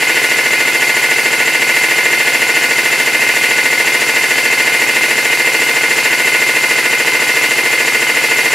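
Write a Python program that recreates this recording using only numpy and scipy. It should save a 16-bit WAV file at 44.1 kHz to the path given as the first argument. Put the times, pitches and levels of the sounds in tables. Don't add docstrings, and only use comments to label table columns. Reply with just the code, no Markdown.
import sys
import numpy as np
from scipy import signal
from scipy.fft import rfft, irfft
from scipy.io import wavfile
from scipy.ndimage import uniform_filter1d, minimum_filter1d

SR = 44100
rng = np.random.default_rng(int(sys.argv[2]) if len(sys.argv) > 2 else 0)


def voltage_ratio(decibels):
    exponent = np.asarray(decibels, float) / 20
    return 10 ** exponent


def inscribe(sig):
    pcm = np.round(np.clip(np.atleast_2d(sig).T, -1, 1) * 32767)
    wavfile.write(sys.argv[1], SR, pcm.astype(np.int16))


N = 376613
TURN_HZ = 13.757

FRAME_HZ = [590, 690, 717, 797, 880, 950, 1030, 1462, 1510, 1700, 1724, 1780, 1900, 1972, 2020, 2045, 2092,
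            2130, 2206, 2297, 2419, 2513, 2660, 2720, 2870, 3078, 3370]
# (width [Hz], rattle level [dB], ring level [dB], arrival of the main blow [0-1 of a turn])
FRAME_MODES = [(25, -22, -41.5, .26), (16, -22.5, -42.5, .3), (13.9, -12.5, -43, .33),
               (20.4, -22, -45.5, 0.2), (14.2, -11, -37, 0.26), (20, -24, -47.5, 0.54),
               (57.7, -12, -39, 0.6), (15.2, -2.5, -28, .24), (30, -12.5, -45, 0.4), (20, -9.5, -59, .3),
               (21.7, 1, -28, .3), (18, -1, -38.5, 0.28), (16.3, -4.5, -26.5, .22), (16, -9, -30, 0.09),
               (25, 2, -29, 0.46), (25, -6.5, -23, 0.37), (34, -5, -52, 0.23), (29.8, -3, -31, 0.9),
               (16.3, -14, -32, .38), (20, -8, -31, .3), (25.4, -3, -30.5, .53), (42.3, 2, -33, .26),
               (51.3, -1.5, -34.5, .22), (49.5, -0.5, -31, .3), (22, -2.5, -43, 0.37),
               (49.7, -5.5, -43, 0.25), (200, -24, -42, 0.3)]


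def level(x, db):
    return x * voltage_ratio(db) / np.sqrt(np.mean(x ** 2))


def response(points, size=2048):
    hz, db = np.transpose(points)
    grid_hz = np.maximum(np.arange(size // 2 + 1) * SR / size, 1)
    colour_db = np.interp(np.log(grid_hz), np.log(hz), db)
    cepstrum = irfft(np.log(voltage_ratio(colour_db)))
    cepstrum[1:size // 2] *= 2
    cepstrum[size // 2 + 1:] = 0
    return irfft(np.exp(rfft(cepstrum)))


def ring(hz, width_hz, size=8192):
    s = np.arange(size) / SR
    decay = np.exp(-np.pi * width_hz * s)
    return 2 * np.pi * width_hz / SR * decay * np.sin(2 * np.pi * hz * s)


def through(x, h):
    return signal.oaconvolve(x, h)[:N]


def walk(rate_hz):
    hold = int(SR / rate_hz)
    steps = np.repeat(rng.standard_normal(N // hold + 1), hold)
    drift = uniform_filter1d(uniform_filter1d(steps, hold), hold)[:N]
    return drift / drift.std()


def clicks(at_s, size):
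    inside = (at_s > 0) & (at_s < (N - 2) / SR)
    at, size = SR * at_s[inside], size[inside]
    whole = at.astype(int)
    part = at - whole
    return np.bincount(whole, size * (1 - part), N) + np.bincount(whole + 1, size * part, N)


def echoes(t60_s, size=16384):
    s = np.arange(size) / SR
    build_up = np.minimum(s / .006, 1) ** 2
    tail = rng.standard_normal(size) * voltage_ratio(-60 * s / t60_s) * build_up
    return tail / np.linalg.norm(tail)


def crank(scatter_ms):
    # (time [s], lag [ms])
    lag = [
        (0.0, 3.5),
        (2.0, 0.65),
        (5.4, -0.5),
        (6.4, 0.56),
        (8.54, 6),
    ]
    turn = np.arange(-2, N / SR * TURN_HZ + 2)
    even_s = turn / TURN_HZ
    lag_ms = np.interp(even_s, *np.transpose(lag)) + scatter_ms * rng.standard_normal(len(turn))
    start = even_s + lag_ms / 1000
    return start, np.interp(np.arange(N) / SR, start, turn)


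def pressure():
    # (time [s], share [0-1])
    load = [
        (0, 0.2),
        (2, 0.14),
        (5, 0.33),
        (5.7, 0.72),
        (7.3, 0.8),
        (7.7, 0.8),
        (8.54, 0.78),
    ]
    return np.interp(np.arange(N) / SR, *np.transpose(load))


def bursts(turns, rows, rest_db):
    db = np.full(N, float(rest_db))
    for begin, end, top_db, swell_db, fade_db in rows:
        before_db = swell_db * ((begin - turns) % 1)
        after_db = fade_db * ((turns - end) % 1)
        held = (turns - begin) % 1 < end - begin
        db = np.maximum(db, top_db - np.where(held, 0, np.minimum(before_db, after_db)))
    return db


def knocks(start, scatter_db):
    # (angle [0-1 of a turn], level [dB], timing scatter [ms])
    valves = [(.02, 2.5, 0.435), (.22, -10, 0.16), (0.287, -4, 0.028), (0.318, -5.5, 0.011),
              (0.351, -7, 0.031), (.4, 5.5, 0.014), (0.467, 5.5, 0.027), (0.519, -7, 0.034),
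              (0.556, -22, 0.036), (0.61, -14, 0.047), (.665, -9, 0.061), (0.782, 2, 0.058),
              (.83, -27, 0.044), (.94, 9, 0.1)]
    angle, db, scatter_ms = np.transpose(valves)[:, :, None]
    chance = rng.standard_normal((len(valves), 2, len(start)))
    at_s = start + angle / TURN_HZ + scatter_ms * chance[:, 0] / 1000
    return clicks(at_s, voltage_ratio(db + scatter_db * chance[:, 1]))


def blow(start, rise_ms, size=12000):
    ringing = np.zeros(size)
    swell = 1 - np.exp(-np.arange(8192) / SR / rise_ms * 1000)
    for hz, (width_hz, _, db, angle) in zip(FRAME_HZ, FRAME_MODES):
        tone = ring(hz, width_hz) * swell
        tone *= np.sqrt(SR / TURN_HZ) / np.linalg.norm(tone)
        late = int(angle / TURN_HZ * SR)
        ringing[late:late + len(tone)] += voltage_ratio(db) * tone
    strength = voltage_ratio(0.69 * rng.standard_normal(len(start)))
    return through(clicks(start, strength), ringing)


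def frame(start, turns):
    # (from angle [0-1 of a turn], to angle [0-1 of a turn], held level [dB],
    # swell before [dB per turn], fade after [dB per turn])
    clatter_bursts = [
        (0.321, 0.318, 2.5, 75, 38),
        (0.627, 0.663, -9, 62, 160),
        (0.936, 0.954, -4.5, 65, 350),
    ]
    rattle_bursts = [
        (0.99, 1.122, -4, 52, 33),
        (0.32, 0.31, -6, 100, 73),
        (0.47, 0.76, -7, 110, 58),
    ]
    # (frequency [Hz], level [dB])
    housing_colour = [(60, -73), (110, -43), (200, -21), (330, -11.5), (480, -13.5), (620, -17.5),
                      (1200, -18), (1500, -14), (2100, -12.5), (2700, -13.5), (3150, -21.5), (3300, -25),
                      (6000, -33.5), (16000, -59)]
    reed_band_hz = [2040, 2160]

    steps = int(SR / TURN_HZ)
    clatter = np.interp(turns % 1 * steps, np.arange(steps), rng.standard_normal(steps))
    clatter = clatter * voltage_ratio(bursts(turns, clatter_bursts, -29))
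    repeating = level(knocks(start, scatter_db=0.0), -7.5) + level(clatter, -1.7)
    repeating = signal.sosfilt(signal.butter(4, 560, "high", fs=SR, output="sos"), repeating)
    notch = signal.butter(1, reed_band_hz, "stop", fs=SR, output="sos")
    repeating = signal.sosfiltfilt(notch, repeating)

    rattle_db = bursts(turns, rattle_bursts, -24) + .5 * walk(30)
    rattle = level(voltage_ratio(rattle_db) * rng.standard_normal(N), -5.5)
    modes = np.zeros(8192)
    for k, (hz, (width_hz, db, _, _)) in enumerate(zip(FRAME_HZ, FRAME_MODES)):
        modes += (-1) ** k * voltage_ratio(db) * ring(hz, width_hz)
    housing = through(level(repeating, -4.0) + rattle, response(housing_colour))
    return level(housing, -19.0) + level(through(rattle, modes), -21.0) + blow(start, rise_ms=3.3)


def hum(turns):
    # (multiple of the turn rate, level [dB])
    bed = [(1, -43), (4, -59), (5, -34), (7, -43), (8, -17.5), (32, -7), (40, -12)]
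    # (multiple of the turn rate, level [dB])
    single_orders = [(6, -25), (10, -6.5), (11, -8.5), (13, -14), (14, -16.5), (15, -11), (17, -4.5),
                     (19, -2.5), (20, -12.5), (21, -10.5), (23, -8), (24, -2), (25, 0.5), (26, -8.5),
                     (28, -14), (29, -5), (31, -6), (33, 3.5), (34, 1), (35, -8.5), (36, -2.5), (37, 3),
                     (38, -8), (39, -8.5)]
    meeting = [(5, .22, .01), (8.05, .3, 0.053), (10.94, 0, .05), (12.96, .35, .2), (25.1, .5, 0.282),
               (32.05, .28, 0.053), (39.5, 0.68, 0.04)]
    order = np.arange(40) + 1
    db = np.interp(order, *np.transpose(bed))
    single, single_db = np.transpose(single_orders)
    db[np.round(single).astype(int) - 1] = single_db
    multiple, angle, spread = np.transpose(meeting)
    peak = np.interp(order, multiple, angle)
    peak = peak + np.interp(order, multiple, spread) * rng.standard_normal(len(order))
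    lag = np.cumsum(peak)

    grid = np.arange(4096) / 4096
    shapes = voltage_ratio(db)[:, None] * np.cos(2 * np.pi * (order[:, None] * grid - lag[:, None]))
    of_table = (order >= 33) & (order <= 36)
    steady = np.interp(turns % 1, grid, shapes[~of_table].sum(axis=0), period=1)
    table = np.interp(turns % 1, grid, shapes[of_table].sum(axis=0), period=1)
    table = voltage_ratio(2.9 * pressure() + 0.68 * walk(3.02)) * table
    high = voltage_ratio(-29.5 + .8 * walk(13)) * pressure() ** 3 * np.cos(2 * np.pi * 73 * turns)
    return level(steady + table, -28.5) + high


def reed(start, turns):
    # (from angle [0-1 of a turn], to angle [0-1 of a turn], held level [dB],
    # swell before [dB per turn], fade after [dB per turn])
    song_bursts = [
        (.27, .4, 1, 300, 10),
        (.5, .64, 0, 10, 110),
    ]
    reed_hz, rise_hz = 2081, 22
    since_s = (turns - .1) % 1 / TURN_HZ
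    sway = .15 * walk(40)
    whine_db = bursts(turns, song_bursts, -30) + .5 * walk(9.0)
    song = voltage_ratio(whine_db) * np.sin(2 * np.pi * (reed_hz + rise_hz * pressure()) * since_s + sway)

    chance = rng.standard_normal((2, len(start)))
    slap = clicks(start + (.9 + .035 * chance[0]) / TURN_HZ, voltage_ratio(2.9 * chance[1]))
    tongue = ring(reed_hz + rise_hz / 2, 60)
    slap = through(through(slap, tongue), tongue)
    return level(song, -17.7) + level(slap, -26.5)


def air(turns):
    # (from angle [0-1 of a turn], to angle [0-1 of a turn], held level [dB],
    # swell before [dB per turn], fade after [dB per turn])
    hiss_bursts = [
        (0.273, .285, 2, 12, 5.6),
    ]
    jet_bursts = [
        (0.03, .24, 5, 220, 45),
    ]
    oil_bursts = [
        (0.585, 0.574, 6.5, 130, 90),
        (.01, .02, 3, 80, 90),
    ]
    # (frequency [Hz], level [dB])
    hiss_colour = [(1500, -30), (3000, -1), (4500, 0), (6200, -3), (8500, -5), (10700, -3.5), (12500, -6.5),
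                   (14500, -15.5), (16500, -22)]
    hiss_db = bursts(turns, hiss_bursts, -4) + 0.49 * walk(25)
    hiss = through(voltage_ratio(hiss_db) * rng.standard_normal(N), response(hiss_colour))

    jet_db = bursts(turns, jet_bursts, -24) + 0.22 * walk(90)
    throat = ring(7200, width_hz=860)
    jet = through(through(voltage_ratio(jet_db) * rng.standard_normal(N), throat), throat)

    oil_db = bursts(turns, oil_bursts, -2.5)
    bore = through(voltage_ratio(oil_db) * rng.standard_normal(N), ring(4525, width_hz=90))
    direct = level(hiss, -22.5) + level(jet, -32) + level(bore, -33)
    return direct + voltage_ratio(-11.5) * through(direct, echoes(t60_s=0.11))


def scene():
    plate_hz = [1660, 1820]
    # (frequency [Hz], level [dB])
    port_difference = [(60, -48), (380, -27.5), (1290, -28), (1720, -19), (2090, -15.5), (2500, -12.5),
                       (4400, -17), (4900, -9), (6300, -11), (8400, 1), (10800, -6.5), (15000, -0.5)]
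    # (centre [Hz], width [Hz], level [dB], port [+1 left, -1 right])
    shade = [(7300, 1100, -10, 1), (10200, 3600, -14, -1), (14400, 3000, -5, 1)]
    start, turns = crank(scatter_ms=0.055)
    steel = frame(start, turns)
    plate = signal.sosfiltfilt(signal.butter(2, plate_hz, "band", fs=SR, output="sos"), steel)
    body = steel - 0.26 * pressure() * plate + hum(turns)
    mid = body + reed(start, turns) + air(turns)

    reflections = through(body, echoes(t60_s=.04))
    side = through(reflections + air(turns), response(port_difference))
    for hz, width_hz, db, port in shade:
        edges_hz = [hz - width_hz / 2, hz + width_hz / 2]
        band = signal.butter(1, edges_hz, "band", fs=SR, output="sos")
        side = side + port * voltage_ratio(db) * signal.sosfiltfilt(band, mid)
    return np.array([mid + side, mid - side])


def roll_off(x):
    return signal.sosfilt(signal.butter(12, 15800, fs=SR, output="sos"), x)


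def record(dry):
    span = int(.004 * SR)
    peak = np.maximum(np.abs(dry).max(axis=0), 1e-9)
    wanted = np.minimum(0.91 / peak, 1) ** 0.2
    gain = uniform_filter1d(minimum_filter1d(wanted, span), span)
    bass_cut = signal.butter(2, 70, "high", fs=SR, output="sos")
    top_cut = signal.ellip(10, .2, 60, 15730, fs=SR, output="sos")
    mix = signal.sosfilt(top_cut, signal.sosfilt(bass_cut, dry * gain))
    return roll_off(np.clip(mix, -1, 1))


dry = scene()
out = record(dry)
inscribe(out)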